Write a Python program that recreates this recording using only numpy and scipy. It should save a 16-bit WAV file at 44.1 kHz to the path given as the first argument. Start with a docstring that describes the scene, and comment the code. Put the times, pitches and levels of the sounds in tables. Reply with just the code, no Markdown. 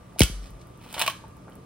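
"""A stove hums and water simmers in a steel pot throughout, with fine ticks and soft plops. At 0.2 s a stack of
stiff dry pasta sheets clacks together over the pot and knocks against it, with low falling thumps, then rubs
faintly in the hand. From 0.8 s the sheets scrape, clatter and knock into the pot. The impacts excite the modes
of the steel wall, and a small kitchen reflects them. Last, from 1.2 s, a few clearer bubbles burst."""
import sys
import numpy as np
from scipy import signal
from scipy.fft import rfft, irfft
from scipy.io import wavfile
from scipy.ndimage import uniform_filter1d

SR = 44100
rng = np.random.default_rng(int(sys.argv[2]) if len(sys.argv) > 2 else 0)


def file_out(sig):
    """Save sig as 16-bit WAV at sys.argv[1]."""
    # one column per channel
    cols = np.atleast_2d(sig).T
    # limit, then scale
    lim = np.clip(cols, -1, 1)
    pcm = np.round(lim * 32767).astype(np.int16)
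    wavfile.write(sys.argv[1], SR, pcm)


N = 72765
TIME = np.arange(N) / SR


def amp(db):
    """Decibels to amplitude ratio."""
    return 10 ** (np.asarray(db) / 20)


def clock(seconds):
    """Sample times."""
    return np.arange(round(seconds * SR)) / SR


def unit_rms(x):
    """Normalisation to rms 1."""
    return x / np.sqrt(np.mean(x ** 2) + 1e-20)


def unit_energy(x):
    """Normalisation to energy 1."""
    return x / np.linalg.norm(x, axis=-1, keepdims=True)


def curve_at(points, hz):
    """Interpolation on a log-frequency axis."""
    f, value = np.transpose(points)
    return np.interp(np.log(hz + 1), np.log(f + 1), value)


def add(mix, start_s, sound):
    """Superposition of a sound on the mix."""
    part = mix[round(start_s * SR):][:len(sound)]
    part += sound[:len(part)]


def colour(x, spectrum, tilt_db=0, size=2048):
    """Minimum-phase filtering, tilted per octave above 500 Hz."""
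    hz = abs(np.fft.fftfreq(size, 1 / SR))
    log_gain = np.log(amp(curve_at(spectrum, hz) + tilt_db * np.log2(np.maximum(hz, 500))))
    taps = np.fft.ifft(np.exp(np.conj(signal.hilbert(log_gain)))).real[:size // 2]
    return signal.fftconvolve(x, unit_energy(taps))[:len(x)]


def grains(per_s, spread_db):
    """A Poisson train of uneven clicks."""
    size = amp(spread_db * np.minimum(rng.exponential(1, N), 4))
    return size * rng.choice([-1, 1], N) * (rng.random(N) < per_s / SR)


def ring(hz, t60, rise_s, glide_per_s=0):
    """A damped oscillation with a soft onset."""
    t = clock(.2)
    envelope = (1 - np.exp(-t / rise_s)) * amp(-60 * t / t60)
    return envelope * np.sin(2 * np.pi * hz * t * (1 + glide_per_s * t / 2))


def swells(table):
    """An envelope of half-sine arches."""
    return sum(amp(db) * np.sin(np.pi * np.clip((TIME - s) / length, 0, 1)) for s, length, db in table)


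# Rumble spectrum. Each row: frequency in Hz, relative level in dB.
RUMBLE_SPECTRUM = [(20, -57), (35, -17), (55, -0.5), (87, -4), (117, -4), (145, -2), (180, -6), (230, -6.5),
                   (400, -11), (620, -12.5), (860, -21), (1190, -15), (1500, -25), (2400, -29), (3100, -32),
                   (4200, -35.5), (9500, -37.5), (15700, -46.5)]
# Likeness of the rumble at the two ears. Each row: frequency in Hz, correlation from 0 to 1.
RUMBLE_COHERENCE = [(60, 1), (250, 0.93), (700, 0.1), (1600, 0.1), (2500, 0.57), (4500, 0.3), (9000, 0.45),
                    (15000, 0.98)]
# Stove hum. Each row: frequency in Hz, rms level in dB.
HUM_TONES = [(118, -57.5), (184, -56), (1179, -65)]


def stove(rumble_db=-48.5, flicker_db=1, waver_hz=2):
    """Hot water and the fan radiate partly coherent noise beneath a wavering hum."""
    frames, hz = N // 512 + 5, np.fft.rfftfreq(2048, 1 / SR)
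    a, b, c, d, flicker = rng.standard_normal((frames, len(hz), 5)).T
    flicker = unit_rms(uniform_filter1d(uniform_filter1d(flicker, size=24, axis=0), size=5, axis=1))
    coherence = curve_at(RUMBLE_COHERENCE, hz)[:, None]
    left = a + 1j * b
    right = coherence * left + np.sqrt(1 - coherence ** 2) * (c + 1j * d)
    spectra = np.array([left, right]) * amp(curve_at(RUMBLE_SPECTRUM, hz)[:, None] + flicker_db * flicker)
    out = amp(rumble_db) * unit_rms(signal.istft(spectra, nperseg=2048, noverlap=1536)[1][:, :N])
    for tone_hz, db in HUM_TONES:
        waver = waver_hz * unit_rms(uniform_filter1d(rng.standard_normal(N), size=3000))
        out += amp(db) * np.sqrt(2) * np.sin(2 * np.pi * np.cumsum(tone_hz + waver) / SR)
    return out


# The clearest bubble bursts. Each row: start in seconds, level in dB.
BURSTS = [(0.037, -48), (.119, -56), (1.282, -31), (1.43, -53), (1.499, -30.5), (1.533, -35),
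          (1.555, -25.5)]
# Spectrum of a burst. Each row: frequency in Hz, relative level in dB.
BURST_SPECTRUM = [(1000, 8), (3500, -27), (7000, -8.5), (12000, -1), (15500, -6.5)]
# Plops. Each row: start in seconds, pitch in Hz, level in dB, decay in seconds.
BUBBLE_CLUSTERS = [(.160, 667, -16.5, 0.0082), (.862, 886, -24.5, 0.0011), (1.193, 1110, -29, 0.0067),
                   (1.239, 890, -20, .007), (1.48, 1176, -21, 0.013), (1.472, 620, -20.5, .012),
                   (1.521, 3170, -34.5, .002)]


def simmer(bubbles_per_s=210, pitches=24, rise_s=.0019):
    """Bubble resonance: small bubbles ring and burst in ticks, clusters of larger ones plop."""
    bubbles, t = np.zeros(N), clock(.1)
    for hz in np.geomspace(450, 3500, pitches):
        onsets = grains(bubbles_per_s / pitches, spread_db=-1.5)
        bubbles += signal.fftconvolve(onsets, ring(hz, 27 / hz, rise_s, glide_per_s=2.4))[:N]
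    ticks = amp(-70.5) * unit_rms(grains(per_s=50, spread_db=6.5))
    for s, db in BURSTS:
        add(ticks, s, amp([db]))
    out = amp(-65) * unit_rms(bubbles) + colour(ticks, BURST_SPECTRUM)
    for s, hz, db, decay_s in BUBBLE_CLUSTERS:
        cluster = rng.standard_normal(len(t)) * np.exp(-t / decay_s)
        plop = signal.fftconvolve(cluster, ring(hz, 5.2 / hz, rise_s))
        add(out, s, amp(db) * unit_energy(plop))
    return out


# Phase between the channels. Each row: frequency in Hz, left minus right in radians.
PHASE_LEAD = [(50, 0), (200, -.4), (700, -.3), (1300, .6), (2300, 0), (3000, -.8), (5200, -.8), (5700, 2.2),
              (6500, 2.4), (7100, 3.2), (9000, 6.1), (10000, 6.4), (12800, 9.4), (15700, 12.5)]
# Balance of the channels. Each row: frequency in Hz, left minus right in dB.
BALANCE = [(60, 1.5), (300, -1), (750, -2), (1900, 2.5), (2600, -1), (3600, -2.5), (5700, -5), (7200, -0.5),
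           (15000, .5)]


def microphone_ports(x):
    """Two spaced ports receive the sound with unequal phase and level."""
    hz = np.fft.rfftfreq(2 * N, 1 / SR)
    left_gain = amp(curve_at(BALANCE, hz) / 2) * np.exp(.5j * curve_at(PHASE_LEAD, hz))
    return irfft(rfft(x, 2 * N) * np.array([left_gain, 1 / left_gain]))[:, :N]


def reflections(x, t60s, spacing=22, side_db=-4):
    """Sparse echoes, partly alike in both ears, decay exponentially in each band."""
    taps = np.zeros((2, SR))
    slots = np.arange(3 * spacing, SR - spacing, spacing)
    arrivals = slots + rng.integers(0, spacing, (2, len(slots)))
    np.put_along_axis(taps, arrivals, rng.choice([-1., 1.], arrivals.shape), 1)
    hz, t, bands = signal.stft(taps, SR, nperseg=256)
    bands *= amp(-60 * t / curve_at(t60s, hz)[:, None])
    mid, side = unit_energy(signal.istft(bands, SR, nperseg=256)[1])
    side *= amp(side_db)
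    response = unit_energy(np.array([mid + side, mid - side]))
    return signal.fftconvolve(np.atleast_2d(x), response, axes=1)[:, :N]


# Reverberation of the kitchen. Each row: frequency in Hz, time to fall 60 dB in seconds.
KITCHEN_T60 = [(100, 0.11), (600, 0.15), (1300, 0.65), (2600, .36), (4200, 0.46), (9000, 0.45),
               (16000, 0.28)]


def kitchen(near, hollow, low):
    """Early reflections from the hob precede the reverberation of the room."""
    early = amp(-6) * reflections(near, t60s=[(1000, .087)])
    late = amp(-11.5) * reflections(near + amp(-5) * hollow + amp(-1.5) * low, KITCHEN_T60)
    return early + late


# Modes of the steel pot. Each row: frequency in Hz, relative level in dB.
POT_MODES = [(647, -5), (1102, -3), (1408, -1), (2224, 1), (2518, 0), (2619, 0), (2670, 0), (2955, -1),
             (3077, -4), (3118, -4), (3957, -6), (4397, -10), (4812, -11), (4998, -10)]


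def pot(drive, level_db=-18.5, t60=.15):
    """Sympathetic resonance: nearby sound excites the modes of the steel wall."""
    t = clock(.5)
    modes = sum(amp(db - 60 * t / t60) * np.sin(2 * np.pi * (hz * t + rng.random()))
                for hz, db in POT_MODES)
    return amp(level_db) * signal.fftconvolve(drive, unit_energy(modes))[:N]


# Sheets sliding into the pot. Each row: time in seconds, level in dB.
SLIDE_LEVELS = [(.78, -71), (.83, -56), (.91, -52.5), (.96, -47), (0.999, -31), (1.03, -41.5), (1.07, -41),
                (1.11, -76), (1.2, -84), (1.3, -95)]
# Spectrum of sheets in the pot. Each row: frequency in Hz, relative level in dB.
IN_POT_SPECTRUM = [(60, -22), (430, -17.5), (650, -4), (1050, -0.5), (1450, -2.5), (2000, -7), (2500, -1.5),
                   (3100, -1), (4200, -5.5), (5500, -12), (9500, -11.5), (13000, -15.5), (15700, -13)]
# Rubs in the hand. Each row: start in seconds, length in seconds, level in dB.
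HAND_RUBS = [(.178, 0.044, -37.5), (.38, 0.15, -58), (0.586, 0.052, -60)]
# Spectrum of a rub. Each row: frequency in Hz, relative level in dB.
RUB_SPECTRUM = [(100, -50), (1000, -3), (2300, -5), (3500, -1.5), (5500, -3.5), (7500, -5.5), (15500, -19)]


def scrapes(slips_per_s=2500, spread_db=5.5):
    """Stick-slip friction: rough faces catch and release in fine grains."""
    slide = unit_rms(colour(grains(slips_per_s, spread_db), IN_POT_SPECTRUM))
    rub = unit_rms(colour(grains(slips_per_s, spread_db), RUB_SPECTRUM))
    return amp(np.interp(TIME, *np.transpose(SLIDE_LEVELS))) * slide + swells(HAND_RUBS) * rub


# Knocks against the pot. Each row: start in seconds, pitch in Hz, level in dB, time to fall 60 dB in seconds.
POT_KNOCKS = [(.206, 2225, -4.5, 0.013), (0.2073, 1386, -26, 0.012), (1.0145, 990, -22.5, 0.048),
              (1.021, 686, -28.5, 0.075), (1.0785, 1099, -12, 0.043), (1.0772, 2383, -13.5, 0.02),
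              (1.0773, 2830, -7, 0.014), (1.079, 650, -21.5, 0.039)]


def knocks():
    """Knocks against the pot: the struck steel wall rings briefly, damped by the water."""
    out = np.zeros(N)
    for s, hz, db, t60 in POT_KNOCKS:
        add(out, s, amp(db) * ring(hz, t60, rise_s=.0016))
    return out


# Deep ring after the thumps. Each row: start in seconds, length in seconds, level in dB.
DEEP_SWELLS = [(.23, 0.26, -31.5), (.49, 0.1, -39)]
# Thumps. Each row: start in seconds, level in dB, starting pitch in Hz, decay in seconds.
FALLING_THUMPS = [(.2060, -5, 779, 0.023), (0.2218, -18.5, 435, 0.0072), (0.2343, -21.5, 500, 0.018),
                  (0.2979, -28, 464, 0.018)]


def thumps(ring_hz=47.4, end_hz=39.7, fall_s=.00396, rise_s=.00098):
    """Damped oscillations dive in pitch and leave a deep ring."""
    out, t = swells(DEEP_SWELLS) * np.sin(2 * np.pi * ring_hz * TIME), clock(.5)
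    for s, db, top_hz, decay_s in FALLING_THUMPS:
        hz = end_hz + (top_hz - end_hz) / (1 + t / fall_s) ** 1.77
        envelope = (1 - np.exp(-t / rise_s)) * np.exp(-t / decay_s)
        add(out, s, -amp(db) * envelope * np.sin(2 * np.pi * np.cumsum(hz) / SR))
    return out


# Sheets clacking in the hand.
# Each row: start in seconds, relative level in dB, decay in seconds, tilt in dB per octave.
HAND_CLACKS = [(.1935, 0, 0.0011, 8.5), (.2058, 0, 0.0011, 1.5), (.2183, 3.5, 0.0015, -0.2),
               (.2340, -2, 0.0012, 3.5)]
# Spectrum of a clack. Each row: frequency in Hz, relative level in dB.
CLACK_SPECTRUM = [(100, -13.5), (500, -2), (950, -12), (1500, 1), (1950, -4), (2500, 0.5), (3600, -0.5),
                  (5200, -7), (6200, -3), (7200, -7), (10000, -6), (13000, -13), (15700, -15.5)]
# Sheets colliding in the pot.
# Each row: start in seconds, relative level in dB, decay in seconds, tilt in dB per octave.
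POT_CLATTER = [(.927, -18.5, 0.0021, 6.5), (.9405, -13, 0.01, -1), (.965, -16, 0.01, -7.5),
               (.979, -11.5, .008, -4), (.994, -6, 0.0016, 5), (1.002, -9.5, 0.0046, -0.5),
               (1.0143, -2, 0.0047, 0.5), (1.0212, -5, 0.0019, -0.5), (1.038, -16, 0.0037, -4.5),
               (1.063, -9.5, 0.002, 0), (1.068, -13.5, 0.0023, -2), (1.0772, -5, 0.002, 1.5),
               (1.097, -12.5, 0.009, -0.5)]


def impacts(table, spectrum, rise_s):
    """Impact noise: each contact of brittle edges radiates a short dense crackle."""
    out, t = np.zeros(N), clock(.1)
    for s, db, decay_s, tilt_db in table:
        crackle = rng.choice([-1, 1], len(t)) * (1 - np.exp(-t / rise_s)) * np.exp(-t / decay_s)
        add(out, s, 2 * amp(db) * unit_energy(colour(crackle, spectrum, tilt_db)))
    return out


def scene():
    """Superposition of pasta, water and pot, their reflections and the stove."""
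    clacks = impacts(HAND_CLACKS, CLACK_SPECTRUM, rise_s=.00011)
    clatter = impacts(POT_CLATTER, IN_POT_SPECTRUM, rise_s=.00054)
    direct = clacks + clatter + scrapes() + simmer()
    near, hollow, low = direct + pot(direct), knocks(), thumps()
    return microphone_ports(near + hollow + low + kitchen(near, hollow, low) + stove())


def record(dry):
    """Band limiting: a low-pass filter removes the treble above 15950 Hz."""
    taps = signal.firwin(127, 15950, window=("kaiser", 9), fs=SR)
    return signal.oaconvolve(dry, taps[None], "same")


dry = scene()
out = record(dry)
file_out(out)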